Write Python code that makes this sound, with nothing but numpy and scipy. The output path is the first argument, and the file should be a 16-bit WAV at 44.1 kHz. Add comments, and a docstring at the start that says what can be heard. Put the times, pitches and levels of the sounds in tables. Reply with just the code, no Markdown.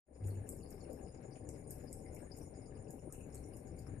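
"""Cat lapping water

A cat drinks from a metal cup in a small hard room, about 4.5 laps/s. Each tongue slap is a bright
wet tick with spray and a slurp; softer wet smacks fall between laps. Behind it are low room
rumble and night insects: one chirps, others blend into a hiss. A short low boom comes first."""
import sys
import numpy as np
from scipy import signal
from scipy.fft import rfft, irfft
from scipy.io import wavfile

SR = 44100
rng = np.random.default_rng(int(sys.argv[2]) if len(sys.argv) > 2 else 0)


def put_to_file(sound):
    """Save the sound as 16-bit audio at rate SR, in the file named by the first command-line argument."""
    columns = np.atleast_2d(sound).T  # one column per channel
    safe = np.clip(columns, -1, 1)
    whole_steps = np.round(safe * 32767)
    wavfile.write(sys.argv[1], SR, whole_steps.astype(np.int16))


N = 176400
TIME = np.arange(N) / SR
BUBBLE_DECAY_S, BUBBLE_WIDTH_OCT = 0.0028, 0.067

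# tongue slaps: t/s, tick level/dB, centre f/Hz, decay/s, slurp level/dB
LAPS = [(0.272, -38.5, 9200, 0.0012, -58), (0.49, -29, 10400, .0016, -60), (0.705, -43, 10300, 0.0019, -67),
        (0.930, -49.5, 10500, 0.0028, -68), (1.489, -38.5, 7300, 0.002, -71),
        (1.707, -29.5, 10200, 0.0013, -59.5), (1.9278, -34.5, 7800, 0.0019, -65),
        (2.147, -46, 10100, 0.0024, -62), (2.372, -41.5, 9900, 0.001, -61),
        (2.905, -43.5, 9400, 0.0027, -70.5), (3.1242, -36.5, 8000, 0.0021, -68),
        (3.3447, -42.5, 8800, 0.0025, -68), (3.567, -50.5, 10200, 0.0039, -69),
        (3.79, -53.5, 10000, 0.0043, -74)]
# wet tick spectrum: f/Hz, level/dB
TICK_SPECTRUM = [(3200, -4), (4600, -17), (5500, -1), (6200, -7), (7000, 3.5), (9000, 3.5), (12500, 1.5),
                 (14000, -1.5), (15500, -18.5)]
# narrow bands of crackle and rustle: f/Hz, level/dB
NARROW_BANDS = [(1130, 1.5), (1690, 3.5), (2150, 0.5), (2700, 1.5), (4450, -14.5), (5000, -2), (5400, 0.5),
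                (10600, 4.5)]


def from_db(db):
    """Decibels to gain."""
    return 10 ** (np.asarray(db) / 20)


def unit_rms(x):
    """Scale to rms 1."""
    return x / np.sqrt(np.mean(x ** 2) + 1e-20)


def in_time(points):
    """Interpolate a table at every sample."""
    return np.interp(TIME, *np.transpose(points))


def at_hz(points, hz):
    """Interpolate a table over log frequency."""
    points_hz, values = np.transpose(points)
    return np.interp(np.log(hz), np.log(points_hz), values)


def bin_hz(size):
    """FFT bin frequencies, floored at 1 Hz."""
    return np.maximum(np.arange(size // 2 + 1) * SR / size, 1)


def bell(hz, centre_hz, width_oct):
    """Gaussian peak in log frequency."""
    return np.exp(-.5 * (np.log2(hz / centre_hz) / width_oct) ** 2)


def pan(db):
    """Stereo gains for an L-R level difference."""
    return from_db(np.array([[.5], [-.5]]) * db)


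def noise(gain, correlation):
    """Stereo noise of given spectrum and L/R correlation, rms 1."""
    mid, side = rfft(rng.standard_normal((2, N)))
    correlation = np.clip(correlation, -1, 1)
    spectrum = np.sqrt(1 + correlation) * mid + np.sqrt(1 - correlation) * side * [[1], [-1]]
    return unit_rms(irfft(gain * spectrum, N))


def drift(corner_hz):
    """Low-passed random modulation, rms 1."""
    return unit_rms(irfft(rfft(rng.standard_normal(N)) / (1 + (bin_hz(N) / corner_hz) ** 2), N))


def pluck(t, rise_s, decay_s):
    """Rounded attack, exponential decay."""
    return (1 - np.exp(-(t / rise_s) ** 2)) * np.exp(-t / decay_s)


def burst(gain, envelope, scatter_rad=0.71):
    """Enveloped noise grain; phase scatters between the channels."""
    phase = 2 * np.pi * rng.random(len(gain)) + scatter_rad * rng.standard_normal((2, len(gain)))
    grain = irfft(gain * np.exp(1j * phase), len(envelope)) * envelope
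    return grain * np.sqrt(np.sum(envelope ** 2) / np.sum(grain ** 2, axis=1, keepdims=True))


def add(out, start_s, sound):
    """Mix a sound in at start_s."""
    i = max(int(start_s * SR), 0)
    out[:, i:i + sound.shape[-1]] += sound[:, :max(N - i, 0)]


def rumble(crossover_hz=180, drone_width_hz=4.3, dip_s=0.008):
    """Uneven low room noise with droning resonances and faint air; the level dips briefly."""
    # rumble and air spectra: f/Hz, level/dB
    rumble_spectrum = [(13, -60.5), (22, -1.5), (43, -10.5), (75, -1.5), (119, 2), (207, -7.5), (274, -3.5),
                       (356, -9), (426, -7), (610, -14.5), (673, -23), (755, -20), (819, -25.5),
                       (1100, -33.5), (1430, -47), (2420, -120)]
    air_spectrum = [(700, 5), (1100, 2.5), (1650, 6.5), (1900, 2), (2150, 7), (2800, -2.5), (3250, -14.5),
                    (4200, -9), (5100, -18), (6000, -11), (8000, -45)]
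    # stereo coherence: f/Hz, L/R correlation before clipping
    correlation = [(30, 0.95), (120, 0.93), (300, 1.04), (600, 0.35), (1200, -0.5)]
    # balance: f/Hz, L-R/dB
    balance = [(30, 6.3), (120, 7.1), (280, 7.4), (450, 9.5), (750, 17.9), (1100, 16.1)]
    # gain below and above the crossover: t/s, level/dB
    bass_level = [(0.17, -18), (0.23, 5.5), (0.6, -0.5), (1.25, -2.5), (1.8, 0.5), (2.5, 0), (3.1, 0),
                  (3.5, 1.5), (3.85, 3.5), (4.0, 8.5)]
    middle_level = [(0.2, 2), (0.62, 0), (0.9, 3.5), (1.25, 0), (1.5, 2), (1.9, 0), (2.15, 2.5), (2.35, 0),
                    (2.8, 1), (3.1, -0.5), (3.6, 0.5), (4.0, -0.5)]
    # narrow resonances: f/Hz, level/dB, L-R/dB
    drones = [(31.9, -64, 9), (68.5, -57.5, 5.5), (388.8, -74.5, 13), (594.7, -79, 4.5), (766.8, -74.5, 14)]
    # level dips: t/s, depth/dB
    dips = [(1.128, 10), (1.387, 11), (2.289, 9.5), (3.012, 11.5), (3.112, 12)]
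    hz = bin_hz(N)
    gain = from_db(at_hz(rumble_spectrum, hz)) / np.sqrt((1 + (hz / 1150) ** 12) * (1 + (18 / hz) ** 4))
    spectrum = rfft(noise(gain, at_hz(correlation, hz))) * pan(at_hz(balance, hz))
    bass_share = 1 / (1 + (hz / crossover_hz) ** 4)
    bass = irfft(spectrum * bass_share, N) * from_db(in_time(bass_level))
    middle = irfft(spectrum * (1 - bass_share), N) * from_db(in_time(middle_level) + 2.02 * drift(39))
    low = from_db(-50) * (bass + middle)
    for centre_hz, db, pan_db in drones:
        resonance = 1 / (1 + ((hz - centre_hz) / drone_width_hz) ** 2)
        low += from_db(db) * pan(pan_db) * noise(resonance, correlation=1.0)
    air = noise(from_db(at_hz(air_spectrum, hz)) / (1 + (hz / 9000) ** 8), correlation=0.066)
    air = air * pan(db=20) * from_db(-78.5 + 2.6 * drift(17.5))
    dip_db = sum(db * np.exp(-.5 * ((TIME - at_s) / dip_s) ** 2) for at_s, db in dips)
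    return low * from_db(-dip_db) + air * from_db(-.5 * dip_db)


def far_insects():
    """Distant insects blend into a wavering hiss."""
    # chorus spectrum: f/Hz, level/dB
    spectrum = [(8200, -30), (8700, -1), (9100, 6), (9550, 3), (10000, -10), (11200, -18.5), (11900, -35),
                (15500, -40)]
    level = from_db(-69 + 2.5 * drift(9.4))
    return level * noise(from_db(at_hz(spectrum, bin_hz(N))), correlation=0.13) * pan(db=0.3)


def cricket(chirps_per_s=9.084, centre_hz=6947, stroke_s=0.0042, tail_s=0.033):
    """Two wing strokes per chirp, smeared by the room."""
    # wing strokes: t in cycle/s, level/dB
    strokes = [(0.021, -0.5), (0.039, 3.5)]
    cycle_s = TIME % (1 / chirps_per_s)
    pulses = sum(from_db(db) ** 2 * np.exp(-((cycle_s - at_s) / stroke_s) ** 2) for at_s, db in strokes)
    power = signal.lfilter([1], [1, -np.exp(-2 / (tail_s * SR))], pulses)
    envelope = from_db(-65 + 1.3 * drift(5)) * np.sqrt(power / power.max())
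    return envelope * noise(bell(bin_hz(N), centre_hz, width_oct=0.05), correlation=0.15) * pan(db=-2)


def boom(start_s=0.203, tone_hz=98.9, rise_s=0.022, hold_until_s=0.096, decay_s=0.086):
    """A low, nearly pure tone swells, holds and dies away unevenly."""
    t = TIME - start_s
    envelope = np.clip(t / rise_s, 0, 1) * np.exp(-np.maximum(t - hold_until_s, 0) / decay_s)
    roughness = 1 + (1 - envelope) * drift(36)
    return pan(db=2.5) * from_db(-33) * envelope * roughness * np.sin(2 * np.pi * tone_hz * t)


def reverb(dry, early_t60_s=0.051, early_db=-6.5, room_t60_s=0.27, room_db=-0.5, size=32768):
    """Quick reflections from cup and floor, plus the room's diffuse tail."""
    t, response = TIME[:size], 0
    for t60_s, db in ((early_t60_s, early_db), (room_t60_s, room_db)):
        tail = rng.standard_normal((2, size)) * np.exp(-np.log(1000) * t / t60_s) * (t > .002)
        response = response + from_db(db) * unit_rms(tail) / np.sqrt(size)
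    return signal.fftconvolve(dry, response, axes=1)[:, :N]


def rustle(flicker_db=8):
    """Stirred water rustles in the cup; each band within 4-6 kHz flickers on its own."""
    # rustle envelope: t/s, level/dB
    level = [(0.42, -95), (0.6, -78), (1.08, -81.5), (1.42, -87), (2.1, -93), (2.7, -90), (3.25, -110),
             (3.55, -104), (3.7, -108), (3.82, -75.5), (4.0, -100.5)]
    hz = bin_hz(N)
    water = sum(from_db(db + flicker_db * drift(35))
                * noise(bell(hz, band_hz, width_oct=0.05), correlation=0.039)
                for band_hz, db in NARROW_BANDS if 4000 < band_hz < 6000)
    return from_db(in_time(level)) * unit_rms(water)


def crackle(rate_per_s=55, level_db=-70, spread_db=2, count=400, size=1024):
    """Faint random narrow-band grains, a light crackle."""
    out, hz = np.zeros((2, N)), bin_hz(size)
    envelope = pluck(TIME[:size], rise_s=0.0014, decay_s=0.0045)
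    times_s = np.cumsum(rng.exponential(1 / rate_per_s, count))
    bands = rng.integers(0, len(NARROW_BANDS), count)
    for at_s, band, strength in zip(times_s, bands, rng.standard_normal(count)):
        band_hz, db = NARROW_BANDS[band]
        grain = burst(bell(hz, band_hz, width_oct=0.076), envelope)
        add(out, at_s, from_db(level_db + db + spread_db * min(strength, 1)) * grain)
    return out


def knocks(gain_db=-4.5, decay_cycles=4.4, size=4096):
    """Dull mouth clicks and light knocks; low ones ring longer."""
    # clicks and knocks: t/s, level/dB, f/Hz, width/oct
    hits = [(0.241, -57, 2490, 0.71), (0.282, -54.5, 1530, 0.45), (0.893, -38.5, 502, 0.14),
            (1.357, -53.5, 2400, 0.2), (2.548, -59.5, 1720, 0.087), (3.1, -55.5, 1220, 0.079),
            (3.867, -52, 1480, 0.38)]
    out, t, hz = np.zeros((2, N)), TIME[:size], bin_hz(size)
    for at_s, db, centre_hz, width_oct in hits:
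        envelope = pluck(t, 1 / centre_hz, decay_cycles / centre_hz)
        add(out, at_s, from_db(db + gain_db) * burst(bell(hz, centre_hz, width_oct), envelope))
    return out


def bubbles(gain_db=-4.5, offset_s=0.025, lead_in_s=0.0067, lead_in_db=-13.5, size=4096):
    """Short wet smacks, each with a faint swelling lead-in."""
    # smacks and bubbles: t/s, level/dB, f/Hz
    smacks = [(0.306, -57.5, 4470), (0.632, -58.5, 4500), (0.636, -45.5, 10200), (0.660, -57, 4840),
              (0.813, -57, 4480), (0.84, -45, 9500), (0.902, -50, 9350), (0.962, -64, 5350),
              (1.084, -57, 5130), (1.324, -56.5, 4780), (1.334, -57, 5670), (1.676, -42.5, 9060),
              (1.719, -55.5, 5000), (1.879, -51, 5010), (1.991, -59.5, 5370), (2.061, -49.5, 2080),
              (2.083, -60.5, 5400), (2.168, -50, 2190), (2.219, -48, 8460), (2.226, -52.5, 1660),
              (2.317, -46.5, 5010), (2.418, -50.5, 5530), (2.62, -60.5, 5300), (2.658, -60, 4940),
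              (2.755, -59, 4970), (2.824, -49, 9240), (2.994, -61, 5600), (3.207, -53.5, 2640),
              (3.373, -60, 4270), (3.439, -55, 5600), (3.532, -62.5, 5000), (3.535, -48, 10600),
              (3.787, -57.5, 4900), (3.871, -52, 10300), (3.937, -58, 10000)]
    out, t, hz = np.zeros((2, N)), TIME[:size] - offset_s, bin_hz(size)
    envelope = pluck(np.maximum(t, 0), rise_s=0.0011, decay_s=BUBBLE_DECAY_S)
    for at_s, db, centre_hz in smacks:
        smack = burst(bell(hz, centre_hz, BUBBLE_WIDTH_OCT), envelope)
        lead_in = burst(bell(hz, centre_hz, width_oct=0.085), np.exp(-np.abs(t) / lead_in_s))
        add(out, at_s - offset_s, from_db(db + gain_db) * (smack + from_db(lead_in_db) * lead_in))
    return out


def slurp(rise_s=0.013, decay_s=0.053, flicker_db=5, spurt_db=3.5, bands=16):
    """The tongue draws up a thread of water, which fizzes in spurts as it falls back."""
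    power, hz = 0, bin_hz(N)
    for at_s, *_, db in LAPS:
        t = TIME - at_s
        power = power + (from_db(db) * np.exp(np.minimum(t / rise_s, -t / decay_s))) ** 2
    fizz = sum(from_db(at_hz(TICK_SPECTRUM, band_hz) + flicker_db * drift(64))
               * noise(bell(hz, band_hz, width_oct=0.035), correlation=0.15)
               for band_hz in np.linspace(5000, 14500, bands))
    return np.sqrt(power) * unit_rms(fizz * from_db(spurt_db * drift(45)))


def laps(rise_s=0.00088, tick_db=-0.5, tick_width_oct=0.42, ring_hz=5540, ring_db=-66, size=2048):
    """Each tongue slap ticks, rings the cup and throws fine spray; some water splashes back."""
    # back-splashes: t/s, level/dB, centre f/Hz
    splashes = [(0.3535, -50, 7100), (0.5662, -43, 9800), (0.7404, -49, 9800), (1.3563, -64, 7200),
                (1.567, -56, 11000), (3.134, -40, 9700), (3.207, -46.5, 7960), (3.3544, -35, 8300)]
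    drops, mean_delay_s = 5, 0.05
    spray_hz, scatter_oct, spray_db, spread_db = 10200, 0.069, -19.5, 2.5
    out, t, hz = np.zeros((2, N)), TIME[:size], bin_hz(size)
    colour = from_db(at_hz(TICK_SPECTRUM, hz))
    for at_s, db, centre_hz, decay_s, _ in LAPS:
        envelope = pluck(t, rise_s, decay_s)
        tick = burst(colour * bell(hz, centre_hz, tick_width_oct), envelope)
        ring = burst(bell(hz, ring_hz, BUBBLE_WIDTH_OCT), pluck(t, rise_s, BUBBLE_DECAY_S))
        add(out, at_s, from_db(db + tick_db) * tick + from_db(ring_db) * ring)
        delays_s = rng.exponential(mean_delay_s, drops)
        for delay_s, detune, strength in zip(delays_s, *rng.standard_normal((2, drops))):
            drop_hz = spray_hz * 2 ** (scatter_oct * detune)
            drop = burst(colour * bell(hz, drop_hz, width_oct=0.15), envelope)
            add(out, at_s + delay_s, from_db(db + spray_db + spread_db * min(strength, 1)) * drop)
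    for at_s, db, centre_hz in splashes:
        splash = burst(colour * bell(hz, centre_hz, tick_width_oct), pluck(t, rise_s, decay_s=0.0009))
        add(out, at_s, from_db(db) * splash)
    return out


def scene():
    """The drinking cat in its room, over the background."""
    # cat's balance, lower range further left: f/Hz, L-R/dB
    balance = [(5700, 12), (6800, 2.5)]
    impacts = laps() + bubbles() + crackle() + knocks()
    cat = impacts + reverb(impacts) + slurp() + rustle()
    cat = irfft(rfft(cat) * pan(at_hz(balance, bin_hz(N))), N)
    return cat + cricket() + far_insects() + rumble() + boom()


def record(dry, stopband_hz=16000):
    """Fade-in and steep low-pass."""
    # fade-in gain: t/s, level/dB
    fade_in = [(0, -55), (.05, -64), (.07, -22.5), (.13, -11), (.19, -8.5), (.24, -3)]
    lowpass = signal.cheby2(14, 60, stopband_hz, fs=SR, output="sos")
    return signal.sosfilt(lowpass, dry * from_db(in_time(fade_in)))


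dry = scene()
out = record(dry)
put_to_file(out)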